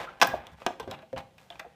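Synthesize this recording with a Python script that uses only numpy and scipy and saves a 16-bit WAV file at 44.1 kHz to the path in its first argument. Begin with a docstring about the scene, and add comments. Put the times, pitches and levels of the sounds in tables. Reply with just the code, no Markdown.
"""Sharp snaps of a clear plastic blister tray lifted and shifted on a wooden table in a small room.
Snaps: decaying noise bands, coloured by the buckling spot. Rim scrapes: dense random impulses.
Both pass through the shell resonances. Panel knocks and table bumps: damped sine modes.
Rim squeaks: narrow-band noise. Decaying-noise reverberation and a steady room tone lie behind."""
import sys
import numpy as np
from scipy import signal
from scipy.fft import rfft, irfft, next_fast_len
from scipy.io import wavfile

SR = 44100
rng = np.random.default_rng(int(sys.argv[2]) if len(sys.argv) > 2 else 0)


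def output_pcm(signal):
    """Save a mono or channel-first signal as 16-bit PCM at the path in sys.argv[1].

    Samples are clipped to [-1, 1] before scaling.
    """
    pcm = np.clip(np.atleast_2d(signal).T, -1, 1) * 32767
    wavfile.write(sys.argv[1], SR, np.round(pcm).astype(np.int16))


N = 77175
T = np.arange(SR * 3 // 4) / SR  # time axis of one event, s
SIZE = next_fast_len(N + SR) // 2 * 2
HZ = np.fft.rfftfreq(SIZE, 1 / SR)

# Room tone spectrum, relative: freq_hz, level_db
ROOM_TONE_SPECTRUM = [(20, -38), (60, -4.5), (100, -4.5), (170, 3.5), (300, -15), (700, -6), (1200, -18.5),
                      (3000, -18.5), (6000, -27.5), (15000, -35.5)]
ROOM_TONE_DB = -64
# Reverberation decay: freq_hz, t60_s
ROOM_DECAY = [(100, 0.67), (170, 1), (350, 0.53), (700, 0.36), (2000, 0.39), (3500, 0.36), (6000, 0.27),
              (15000, 0.32)]
ROOM_DB, ROOM_RISE_S = -12.5, 0.0013

# Tabletop thuds: start_s, level_db, pitch_hz
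BUMPS = [(0.229, -35, 168), (0.279, -36.5, 127.4), (0.333, -36, 66.6), (.365, -63, 54), (.522, -42, 74.6),
         (.815, -43, 65), (.876, -37.5, 97.4), (0.947, -44.5, 142.8), (1.13, -38.5, 123.3),
         (1.162, -37, 73), (1.554, -53, 63)]
# Tabletop modes: pitch_ratio, level_db
TABLE_MODES = [(.62, -20), (1, 0.5), (1.45, -6), (2.1, -5.5), (3.2, -19)]
BUMP_T60_S, BUMP_RISE_S = 0.17, 0.0079

# Panel knocks on the table: start_s, level_db, pitch_hz, t60_s
KNOCKS = [(.2245, -20.5, 682, 0.071), (.3362, -27, 717, 0.062), (0.3403, -22.5, 636, 0.041),
          (.6645, -14, 696, 0.021), (0.6662, -27.5, 362, 0.056), (.6810, -27, 720, 0.049),
          (.7060, -25, 667, 0.018), (0.8001, -34, 465, 0.068), (0.8765, -34.5, 374, 0.051),
          (.9160, -41.5, 631.5, 0.11), (1.0290, -45.5, 660, 0.068), (1.1301, -30.5, 534.7, 0.089),
          (1.5034, -44.5, 699, 0.12), (1.6080, -47.5, 648, 0.07), (1.6460, -42.5, 714, 0.093),
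          (1.662, -44.5, 487, 0.061)]
# Panel modes: pitch_ratio, level_db
PANEL_MODES = [(0.519, -9.5), (0.758, -8.5), (1, 5.5), (1.229, -5), (1.75, -18.5)]
KNOCK_RISE_S = 0.0013
MODE_DETUNE = 0.0067  # standard deviation, fraction of pitch

# Rim squeaks: start_s, length_s, pitch_hz, level_db
SQUEAKS = [(0.069, .028, 1340, -43), (0.262, .03, 1636, -36.5), (.295, .05, 1613, -41.5)]
SQUEAK_HALF_WIDTH_HZ = 70

# Rim strokes: start_s, length_s, level_db, fade_db (drop over the stroke), treble_db
SCRAPES = [(0, 0.057, -34.5, 8.5, 0.5), (0.041, 0.18, -45, 16, -6), (0.238, 0.14, -42, 7.5, 4),
           (0.344, 0.21, -45, 15, -10.5), (0.517, 0.023, -59.5, 4, 11.5), (0.571, 0.065, -59, -4.5, 6.5),
           (.60, 0.066, -54, 6.5, 6), (0.675, 0.068, -54.5, -2, -0.5), (0.892, 0.061, -51, -1.5, 1.5),
           (0.954, 0.084, -59.5, -2.5, -16), (1.173, 0.043, -41, 12.5, 0.5), (1.39, 0.13, -59.5, 12, 14),
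           (1.505, 0.11, -55, 9, 8), (1.592, 0.076, -51.5, 8, -26), (1.68, .07, -70.5, -2, 3)]
# Scrape spectrum, relative: freq_hz, level_db
SCRAPE_SPECTRUM = [(100, -2.5), (300, -4.5), (800, 1.5), (1400, -4), (2100, -5.5), (3500, -13),
                   (4800, -19.5), (7000, -26), (10000, -33), (15000, -34.5)]
SLIPS_PER_S, SLIP_SPREAD_DB, SCRAPE_EDGE_S = 3900, 1, 0.0013

# Tray shell resonances: freq_hz, width_hz, lift_db (before SHELL_TRIM_DB)
SHELL_RESONANCES = [(272, 120, -1.5), (532.8, 27.7, 11), (700.4, 65, 1.5), (802, 12, 10), (892, 19, 6),
                    (1027, 22, 5.5), (1187, 56, 2.5), (1550, 35, 7.5), (1664, 30, 6), (2003, 35, 3.5),
                    (2470, 54, 5.5), (2680, 20, -4), (3060, 17, 0.5), (3490, 93, 3.5)]
SHELL_TRIM_DB = -1.0

# Buckling snaps: start_s, level_db (before spot and shelves), bass_db, treble_db, t60_factor,
# spot_hz, spot_db (resonance of the buckling spot)
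SNAPS = [(0.1998, -46.5, 10.5, 7, 2.2, 980, -4), (0.2148, -13.5, 0.5, 2, 0.81, 2750, 7.5),
         (.2172, -22, -1, 3, 1.1, 5400, 13.5), (.2215, -21.5, 4, 14.5, 0.36, 1190, 19),
         (.2245, -15, 5, 4, 0.82, 5400, 6), (.2268, -20, -1, -20, 0.77, 1320, 19),
         (.2314, -24.5, -13, 11.5, 0.5, 5740, 10.5), (.2450, -33.5, 17, 10, 1.3, 1500, -11),
         (0.2715, -39.5, -16, 15, 1.3, 14500, 15), (.4685, -45, -6, 10.5, 0.54, 3200, 11),
         (.6185, -43.5, 13.5, -6, 0.5, 2503, 8), (.6641, -23.5, 6.5, 2.5, 0.44, 6640, 16),
         (0.6651, -26.5, 4.5, -1, 0.82, 3360, 4.5), (.7982, -37.5, -13.5, 6.5, 1.6, 960, 17),
         (.8280, -53.5, 19, 4, 1.96, 3120, 10.5), (.8758, -50.5, 27.5, 1, 2.1, 860, -12),
         (.9115, -40.5, -6.5, 14.5, 0.72, 3600, 13), (.9150, -45.5, 13, -21, 2.7, 2780, 7),
         (.9365, -43.5, 7, -2, 0.44, 3710, 9), (.9420, -51.5, -8, -18, 0.62, 2750, 25),
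         (.9475, -47, 2, -16, 0.56, 3600, 11), (.9890, -51, 5, -7, 0.73, 3780, 13),
         (1.0205, -65.5, -6.5, 13.5, 1.4, 2560, 18), (1.1290, -49.5, -1, 3.5, 0.91, 1763, 8),
         (1.1620, -45.5, 17.5, -6, 2.5, 2980, 11), (1.1726, -40.5, 4.5, -7, 1.12, 1065, 8.5),
         (1.1785, -41, -0.5, 9, 0.95, 4260, 4.5), (1.1870, -44.5, -3, 2, 1.6, 2850, -1),
         (1.3810, -54.5, 1, 10.5, 1.15, 2600, 11.5), (1.5026, -42.5, -29, 4, 0.31, 3485, 18),
         (1.5215, -49, -2.5, -22, 1.1, 3100, 14), (1.5557, -53.5, 14.5, 2, 0.45, 2480, 15.5),
         (1.5948, -40.5, -8, 9.5, .9, 2330, 7), (1.5975, -34.5, 0, 0.5, 0.62, 1820, 8)]
# Snap spectrum, relative: freq_hz, level_db
SNAP_SPECTRUM = [(40, -51), (100, -32.5), (170, -12), (270, -2.5), (420, -12.5), (700, 0.5), (1400, -2.5),
                 (2000, -5.5), (3000, -6), (4300, -12), (5600, -14.5), (7500, -18), (11000, -27.5),
                 (15000, -26)]
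# Snap decay before t60_factor: freq_hz, t60_s
SNAP_DECAY = [(300, 0.062), (1000, 0.06), (3000, 0.053), (8000, 0.016), (15000, 0.033)]
SPOT_Q = 3.4

BASS_HZ, TREBLE_HZ = 940, 4440  # shelf corners
LOW_CUT_HZ, TOP_HZ = 35.4, 15250


def amp(db):
    """Decibels to gain."""
    return 10 ** (np.asarray(db) / 20)


def unit(x):
    """Scale to rms 1."""
    return x / np.sqrt(np.mean(x ** 2) + 1e-20)


def along(points, hz):
    """Interpolate (freq_hz, value) points on a log frequency axis."""
    freq_hz, value = np.transpose(points)
    return np.interp(np.log(hz + 1), np.log(freq_hz + 1), value)


def fade(t60_s):
    """Exponential decay, 60 dB in t60_s."""
    return np.exp(-np.log(1000) * T / max(t60_s, 1e-3))


def soft_start(rise_s):
    """Exponential approach to full level."""
    return 1 - np.exp(-T / rise_s)


def add(track, start_s, x):
    """Mix x into the track from start_s."""
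    i = min(max(round(start_s * SR), 0), N)
    track[i:i + len(x)] += x[:N - i]


def colour(x, gain):
    """Minimum-phase filter with the given gain at each frequency."""
    cepstrum = irfft(np.log(np.maximum(gain, 1e-6)))
    cepstrum[1:SIZE // 2] *= 2
    cepstrum[SIZE // 2 + 1:] = 0
    response = np.exp(rfft(cepstrum))
    return irfft(rfft(x, SIZE) * response)[:len(x)]


def shelves(hz, bass_db, treble_db):
    """Gain of a bass shelf and a treble shelf."""
    bass = bass_db / (1 + (hz / BASS_HZ) ** 4)
    treble = treble_db * (1 - 1 / (1 + (hz / TREBLE_HZ) ** 4))
    return amp(bass + treble)


def dying_noise(decay, t60_factor=1, count=12):
    """Dense cloud of modes: noise bands, each with its own decay and an even start level."""
    edges_hz = np.r_[0, np.geomspace(250, SR / 2, count)]
    spectrum = rfft(rng.standard_normal(len(T)))
    hz = np.fft.rfftfreq(len(T), 1 / SR)
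    out = np.zeros(len(T))
    for lo, hi in zip(edges_hz, edges_hz[1:]):
        env = fade(t60_factor * along(decay, (lo + hi) / 2))
        band = irfft(spectrum * ((hz >= lo) & (hz < hi)), len(T)) * env
        level = np.linalg.norm(env) * np.sqrt(2 * (hi - lo) / SR)
        out += band / np.linalg.norm(band) * level
    return out


def thump(modes, pitch_hz, t60_s, rise_s):
    """Damped sine modes, slightly detuned at random, with a soft start."""
    ring = np.zeros(len(T))
    for ratio, level_db in modes:
        mode_hz = pitch_hz * ratio * (1 + rng.normal(0, MODE_DETUNE))
        ring += amp(level_db) * np.sin(2 * np.pi * mode_hz * T)
    return ring * fade(t60_s) * soft_start(rise_s)


def room_tone():
    """Steady coloured noise of the quiet room."""
    noise = colour(rng.standard_normal(N), amp(along(ROOM_TONE_SPECTRUM, HZ)))
    return amp(ROOM_TONE_DB) * unit(noise)


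def room(x, count=6):
    """Diffuse reverberation; equal stretches of time, each with its own random noise tail."""
    out = np.zeros(N)
    for part in np.array_split(np.arange(N), count):
        tail = dying_noise(ROOM_DECAY) * soft_start(ROOM_RISE_S)
        tail /= np.linalg.norm(tail)
        add(out, part[0] / SR, signal.fftconvolve(x[part], tail))
    return amp(ROOM_DB) * out


def bumps():
    """The tabletop's low modes answer the heavier contacts with a dull thud."""
    out = np.zeros(N)
    for start_s, level_db, pitch_hz in BUMPS:
        add(out, start_s, amp(level_db) * thump(TABLE_MODES, pitch_hz, BUMP_T60_S, BUMP_RISE_S))
    return out


def knocks():
    """A tray panel meets the table and its damped modes ring."""
    out = np.zeros(N)
    for start_s, level_db, pitch_hz, t60_s in KNOCKS:
        add(out, start_s, amp(level_db) * thump(PANEL_MODES, pitch_hz, t60_s, KNOCK_RISE_S))
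    return out


def squeaks():
    """Stick-slip of the rim, a rough narrow pitch made as narrow-band noise."""
    out = np.zeros(N)
    for start_s, length_s, pitch_hz, level_db in SQUEAKS:
        gain = 1 / (1 + ((HZ - pitch_hz) / SQUEAK_HALF_WIDTH_HZ) ** 2)
        tone = colour(rng.standard_normal(len(T)), gain)
        n = int(length_s * SR)
        squeak = unit(tone[-n:]) * signal.windows.tukey(n, .5)  # skip the filter's onset
        add(out, start_s, amp(level_db) * squeak)
    return out


def scrapes():
    """The sliding rim makes a dense random run of tiny slips of uneven size."""
    out, n = np.zeros(N), len(T)
    base = unit(amp(along(SCRAPE_SPECTRUM, HZ)))
    for start_s, length_s, level_db, fade_db, treble_db in SCRAPES:
        edges = np.clip(np.minimum(T, length_s + SCRAPE_EDGE_S - T) / SCRAPE_EDGE_S, 0, 1)
        level = edges * amp(level_db - fade_db * np.minimum(T / length_s, 1))
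        hits = rng.random(n) < SLIPS_PER_S / SR
        sizes = rng.standard_normal(n) * amp(SLIP_SPREAD_DB * rng.standard_normal(n))
        slips = unit(hits * sizes)
        add(out, start_s, colour(slips * level, base * shelves(HZ, 0, treble_db)))
    return out


def shell(x):
    """Snaps and scrapes ring the tray's resonances, applied as spectral peaks and dips."""
    lift_db = np.zeros(len(HZ))
    for freq_hz, width_hz, peak_db in SHELL_RESONANCES:
        lift_db += peak_db / (1 + (2 * (HZ - freq_hz) / width_hz) ** 2)
    return colour(x, amp(lift_db + SHELL_TRIM_DB))


def snaps():
    """Each buckling wall gives a short crack, coloured by the spot that gives way."""
    out = np.zeros(N)
    base = unit(amp(along(SNAP_SPECTRUM, HZ)))
    for start_s, level_db, bass_db, treble_db, t60_factor, spot_hz, spot_db in SNAPS:
        spot = amp(spot_db / (1 + (2 * SPOT_Q * (HZ / spot_hz - 1)) ** 2))
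        gain = base * spot * shelves(HZ, bass_db, treble_db)
        crack = colour(dying_noise(SNAP_DECAY, t60_factor), gain)
        add(out, start_s, amp(level_db) * crack)
    return out


def scene():
    """Tray and table, direct and reverberant, over the room tone."""
    tray = shell(snaps() + scrapes()) + knocks() + bumps() + squeaks()
    return (tray + room(tray) + room_tone())[None]


def record(dry):
    """Roll off the deepest bass and cut steeply above TOP_HZ."""
    low_cut = 1 - 1 / (1 + (HZ / LOW_CUT_HZ) ** 4)
    top_cut = 1 / np.sqrt(1 + (HZ / TOP_HZ) ** 200)
    return irfft(rfft(dry, SIZE) * low_cut * top_cut, SIZE)[:, :N]


dry = scene()
out = record(dry)
output_pcm(out)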